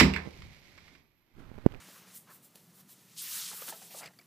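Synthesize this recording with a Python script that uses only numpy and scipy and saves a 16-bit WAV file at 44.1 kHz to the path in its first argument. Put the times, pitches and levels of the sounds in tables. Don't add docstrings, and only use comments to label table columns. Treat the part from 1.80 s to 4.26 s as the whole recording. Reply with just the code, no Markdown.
import sys
import numpy as np
from scipy import signal
from scipy.fft import rfft, irfft
from scipy.io import wavfile
from scipy.ndimage import uniform_filter1d

SR = 44100
rng = np.random.default_rng(int(sys.argv[2]) if len(sys.argv) > 2 else 0)


def master_out(mix):
    frames = np.transpose(np.atleast_2d(mix))
    ceiling = np.clip(frames, -1, 1)
    pcm = np.round(ceiling * 32767).astype(np.int16)
    wavfile.write(sys.argv[1], SR, pcm)


N = 108574


def undb(db):
    return 10 ** (np.asarray(db) / 20)


def unit_rms(x):
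    return x / np.sqrt(np.mean(x ** 2))


def bandpass(x, low_hz, high_hz):
    return signal.sosfilt(signal.butter(3, [low_hz, high_hz], "band", fs=SR, output="sos"), x)


def fluctuation(rate_hz):
    hold = int(SR / rate_hz)
    steps = np.repeat(rng.standard_normal(N // 100), hold)[:N]
    return unit_rms(uniform_filter1d(uniform_filter1d(steps, hold), hold))


# f/Hz, relative spectral level/dB
ROOM_SPECTRUM = [(15, -42), (25, -12), (80, -12), (108, -3), (178, 1.5), (270, -4.5), (719, -18.5),
                 (1330, -15.5), (1450, -18), (1570, -21.5), (1700, -18), (3150, -20.5), (4470, -20),
                 (4850, -21), (15400, -20)]
def room(floor_db=-63.5, hum_db=-70, hum_hz=176.8, hum_width_hz=40):
    hz, db = np.array(ROOM_SPECTRUM).T
    f = np.arange(N // 2 + 1) * SR / N + 1
    colour = undb(np.interp(np.log(f), np.log(hz), db))
    floor = irfft(rfft(rng.standard_normal(N)) * colour, N)
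    hum = bandpass(rng.standard_normal(N), hum_hz - hum_width_hz / 2, hum_hz + hum_width_hz / 2)
    waver_db = 2 * fluctuation(rate_hz=9)
    return undb(floor_db) * unit_rms(floor) + undb(hum_db + waver_db) * unit_rms(hum)


# lower f/Hz, upper f/Hz
FRICTION_BANDS = [(11000, 16500), (7000, 11000), (3000, 7000), (1750, 3000), (950, 1750), (350, 950)]
# t/s, then level/dB in each of the six bands
HAND_BRUSH = [(0.0, -64, -63, -59, -62.5, -62.5, -63.5), (0.04, -63.5, -63.5, -62.5, -65, -66.5, -68),
              (0.182, -60, -62.5, -59.5, -63.5, -64, -71), (0.258, -69, -73, -67, -68.5, -69, -70),
              (0.278, -62, -67, -63, -63, -67, -67), (0.336, -63, -63, -64, -72, -68, -71),
              (0.353, -47.5, -55, -61, -70, -74, -66), (0.376, -47, -52.5, -60.5, -70.5, -77, -77),
              (0.39, -58, -61, -68, -75, -80, -76), (0.425, -63.5, -66, -76, -79, -82, -75),
              (0.45, -73, -75, -89, -90, -86, -74)]
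FINGER_RUBS = [(0.45, -76, -78, -86, -85, -84, -82), (0.478, -86, -81, -71, -72, -66, -74),
               (0.508, -61, -66, -65.5, -73, -58, -63.5), (0.54, -56.5, -64, -68.5, -78, -65, -78),
               (0.564, -59, -66, -70, -73, -70, -71), (0.612, -75, -81, -86, -88, -79, -80),
               (0.628, -69, -69, -84, -84, -89, -71), (0.638, -64, -67, -68, -78, -76, -82),
               (0.66, -61, -64.5, -70, -76, -79, -77), (0.68, -70, -75, -82, -90, -90, -76),
               (0.716, -85, -88, -88, -87, -90, -82), (0.742, -84, -83, -86, -90, -80, -75),
               (0.758, -57, -58.5, -63, -76, -67, -65), (0.766, -64, -66, -69, -78, -74, -71.5),
               (0.878, -75, -79, -79, -89, -89, -78), (0.928, -76, -76, -72, -89, -83, -73),
               (0.958, -63, -66, -71, -82, -76, -79), (0.992, -63, -69, -68, -80, -75, -68),
               (1.01, -61, -65, -66.5, -85, -71, -79), (1.042, -88, -86, -86, -81, -82, -77),
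               (1.072, -83, -88, -82, -88, -87, -83), (1.092, -59, -62, -65, -75, -68, -73),
               (1.13, -56, -62, -64.5, -74, -85, -80), (1.154, -70, -69, -69.5, -80, -79, -79),
               (1.278, -70, -72, -71.5, -74, -84, -78), (1.296, -66, -69, -67, -73, -90, -87),
               (1.34, -67, -66, -67, -70, -73, -83)]
THUMB_DRAG = [(1.34, -66, -68, -68, -77, -76, -79), (1.358, -64, -66, -65, -73, -75, -80),
              (1.368, -61, -59, -53, -70, -80, -69), (1.384, -51, -43.5, -44, -72, -73, -86),
              (1.41, -49, -45, -46, -65, -68, -81), (1.42, -41.5, -44.5, -48.5, -60, -60, -71),
              (1.46, -44.5, -50, -48, -56, -65.5, -75), (1.524, -40, -44, -44.5, -55, -58.5, -74),
              (1.532, -42, -45, -43.5, -55, -68, -71), (1.538, -41, -43, -44, -56, -61, -71),
              (1.576, -40.5, -42, -42, -53.5, -55.5, -70.5), (1.704, -51.5, -45, -45.5, -60, -62.5, -69),
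              (1.72, -51, -51, -48, -67, -59, -58)]
PAGE_FLIP = [(1.72, -53, -49.5, -48.5, -57, -61, -56), (1.762, -47.5, -49, -51.5, -62, -58.5, -72),
             (1.838, -48.5, -53, -54.5, -57, -56.5, -64.5), (1.86, -49, -50.5, -54, -64, -67, -67),
             (1.892, -44, -49, -45, -51.5, -52, -59), (1.906, -45, -44, -49.5, -63, -56, -75),
             (1.914, -52, -51, -53, -61, -60, -61), (1.928, -56, -54, -54.5, -56, -69, -56),
             (1.954, -55, -57, -59, -67, -66, -65), (2.004, -58, -58.5, -60.5, -73, -72, -68),
             (2.022, -56, -58, -57.5, -60.5, -72, -61), (2.056, -55, -59, -62, -70.5, -69, -69.5),
             (2.1, -59, -64, -61, -69, -76, -72), (2.108, -53, -59, -57.5, -58, -79, -61),
             (2.198, -51.5, -46.5, -49, -66, -63.5, -58), (2.22, -62, -59, -62, -61, -60, -64),
             (2.266, -66, -69, -57, -53, -64, -70.5), (2.3, -86, -89, -79, -78, -72, -66),
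             (2.32, -85, -85, -84, -70, -82, -70)]
def sliding_friction(clicks_per_s=16000, spread_db=0.5, tail_s=0.00087, flicker_db=1.16):
    t = np.arange(N) / SR
    times, *band_levels = np.array(HAND_BRUSH + FINGER_RUBS + THUMB_DRAG + PAGE_FLIP).T
    out = np.zeros(N)
    for (low_hz, high_hz), db in zip(FRICTION_BANDS, band_levels):
        hits = rng.random(N) < clicks_per_s / SR
        clicks = hits * undb(spread_db * rng.exponential(size=N))
        tails = signal.lfilter([1], [1, -np.exp(-1 / (tail_s * SR))], clicks)
        swish = bandpass(tails * rng.standard_normal(N), low_hz, high_hz)
        level_db = np.interp(t, times, db, right=-120) + flicker_db * fluctuation(rate_hz=38)
        out += unit_rms(swish) * undb(level_db)
    return out


def add_event(out, start_s, peak_db, x):
    i = int(start_s * SR)
    out[i:i + len(x)] += undb(peak_db) * x[:N - i] / np.abs(x).max()


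def decay(t, t60):
    return np.exp(-np.log(1000) * t / t60)


# t/s, peak level/dB, f/Hz, decay time T60/s, rise time/s
BUCKLES = [(0.084, -49, 295, 0.013, 0.0025), (.087, -49, 850, 0.014, 0.0024), (.099, -52, 605, .02, 0.0024),
           (1.715, -42.5, 1300, 0.018, 0.00045), (1.730, -43.5, 820, 0.022, 0.00047),
           (1.737, -43.5, 900, 0.018, 0.00024), (1.745, -47.5, 452, 0.016, 0.00046),
           (1.8193, -39, 501, 0.017, 0.0023), (1.8215, -38, 1207, 0.02, 0.0021),
           (1.883, -34, 1380, 0.0069, 0.00049), (1.889, -45, 310, 0.022, 0.00034),
           (1.896, -39.5, 1030, 0.0091, 0.00032), (1.900, -47, 330, 0.02, 0.0011),
           (1.923, -35, 874, 0.019, 0.0035), (1.930, -44, 653, 0.083, 0.0035),
           (2.018, -50, 760, 0.05, 0.0017), (2.143, -45, 700, 0.012, 0.0027),
           (2.1465, -41.5, 603, 0.025, 0.0027), (2.208, -45, 690, 0.035, 0.0023),
           (2.217, -46, 800, 0.015, 0.00064), (2.225, -43, 790, 0.013, 0.0009),
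           (2.232, -40, 800, 0.015, 0.0011), (2.243, -46, 810, 0.022, 0.0029),
           (2.250, -46, 680, 0.013, .002)]
def buckling_pops(octave_db=-7, rough_db=-10, rough_ratio=1.6):
    out, t = np.zeros(N), np.arange(SR // 10) / SR
    for start_s, db, hz, t60, rise_s in BUCKLES:
        phase = 2 * np.pi * hz * t
        tone = np.sin(phase) + undb(octave_db) * np.sin(2 * phase)
        noise = bandpass(rng.standard_normal(len(t)), hz / rough_ratio, hz * rough_ratio)
        rise = np.sin(np.pi / 2 * np.minimum(t / rise_s, 1)) ** 2
        fall = decay(np.maximum(t - rise_s, 0), t60)
        add_event(out, start_s, db, (tone + undb(rough_db) * unit_rms(noise)) * rise * fall)
    return out


# t/s, peak level/dB, decay time constant/s, lower band edge f/Hz
SNAP_BURSTS = [(0.7543, -49, .0005, 1500), (0.757, -38, 0.00066, 1500), (.7604, -44, .001, 3000),
               (1.823, -32, .001, 2500), (1.888, -24, 0.001, 2300), (1.9, -34, 0.0016, 5000),
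               (1.925, -48, .002, 2500), (2.027, -37, 0.0023, 4000)]
def dry_snaps(top_hz=21600):
    out, t = np.zeros(N), np.arange(SR // 30) / SR
    impulse = 4 * (t == 0)
    for start_s, db, fade_s, low_hz in SNAP_BURSTS:
        burst = (impulse + rng.standard_normal(len(t))) * np.exp(-t / fade_s)
        add_event(out, start_s, db, bandpass(burst, low_hz, top_hz))
    return out


# t/s, peak level/dB, relative level of the treble modes/dB
BINDING_SLIPS = [(2.2174, -44, -10), (2.2298, -40.5, -3), (2.238, -39, -6), (2.2434, -48, -6),
                 (2.2578, -37.5, 7), (2.2634, -41, -7), (2.2724, -42.5, -6), (2.2844, -47, 0),
                 (2.3351, -52.5, -6), (2.388, -44, 5.5), (2.3944, -50, -13), (2.4114, -53, -2),
                 (2.4195, -59, -9)]
# f/Hz, relative level/dB, decay time T60/s
SLIP_MODES = [(700, -10, 0.022), (1300, -12.5, 0.0092), (2060, 0, 0.013), (2500, -5, 0.0074),
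              (3770, -9, 0.0081), (4630, 2, 0.0063), (7680, -6.5, 0.009), (11100, -9.5, 0.007)]
def binding_creaks(rise_s=0.001, fade_s=0.0035, treble_hz=3000, detune_spread=0.06):
    out, t = np.zeros(N), np.arange(SR // 20) / SR
    for start_s, db, treble_db in BINDING_SLIPS:
        noise = rng.standard_normal(len(t))
        slip = noise * (1 - np.exp(-t / rise_s)) * np.exp(-t / fade_s)
        detunings = 1 + detune_spread * noise[::-1]
        response = np.zeros(len(t))
        for (hz, mode_db, t60), detuning in zip(SLIP_MODES, detunings):
            gain = undb(mode_db + treble_db * (hz > treble_hz))
            response += gain * np.sin(2 * np.pi * hz * detuning * t) * decay(t, t60)
        add_event(out, start_s, db, signal.fftconvolve(slip, response))
    return out


def scene():
    mono = sliding_friction() + buckling_pops() + dry_snaps() + binding_creaks() + room()
    return np.tile(mono, (2, 1))


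def record(dry):
    low_hz, top_hz = 97.5, 15320
    highpass = signal.butter(3, low_hz, "high", fs=SR, output="sos")
    lowpass = signal.ellip(10, 0.2, 75, top_hz, fs=SR, output="sos")
    return signal.sosfilt(lowpass, signal.sosfilt(highpass, dry))


dry = scene()
out = record(dry)
master_out(out)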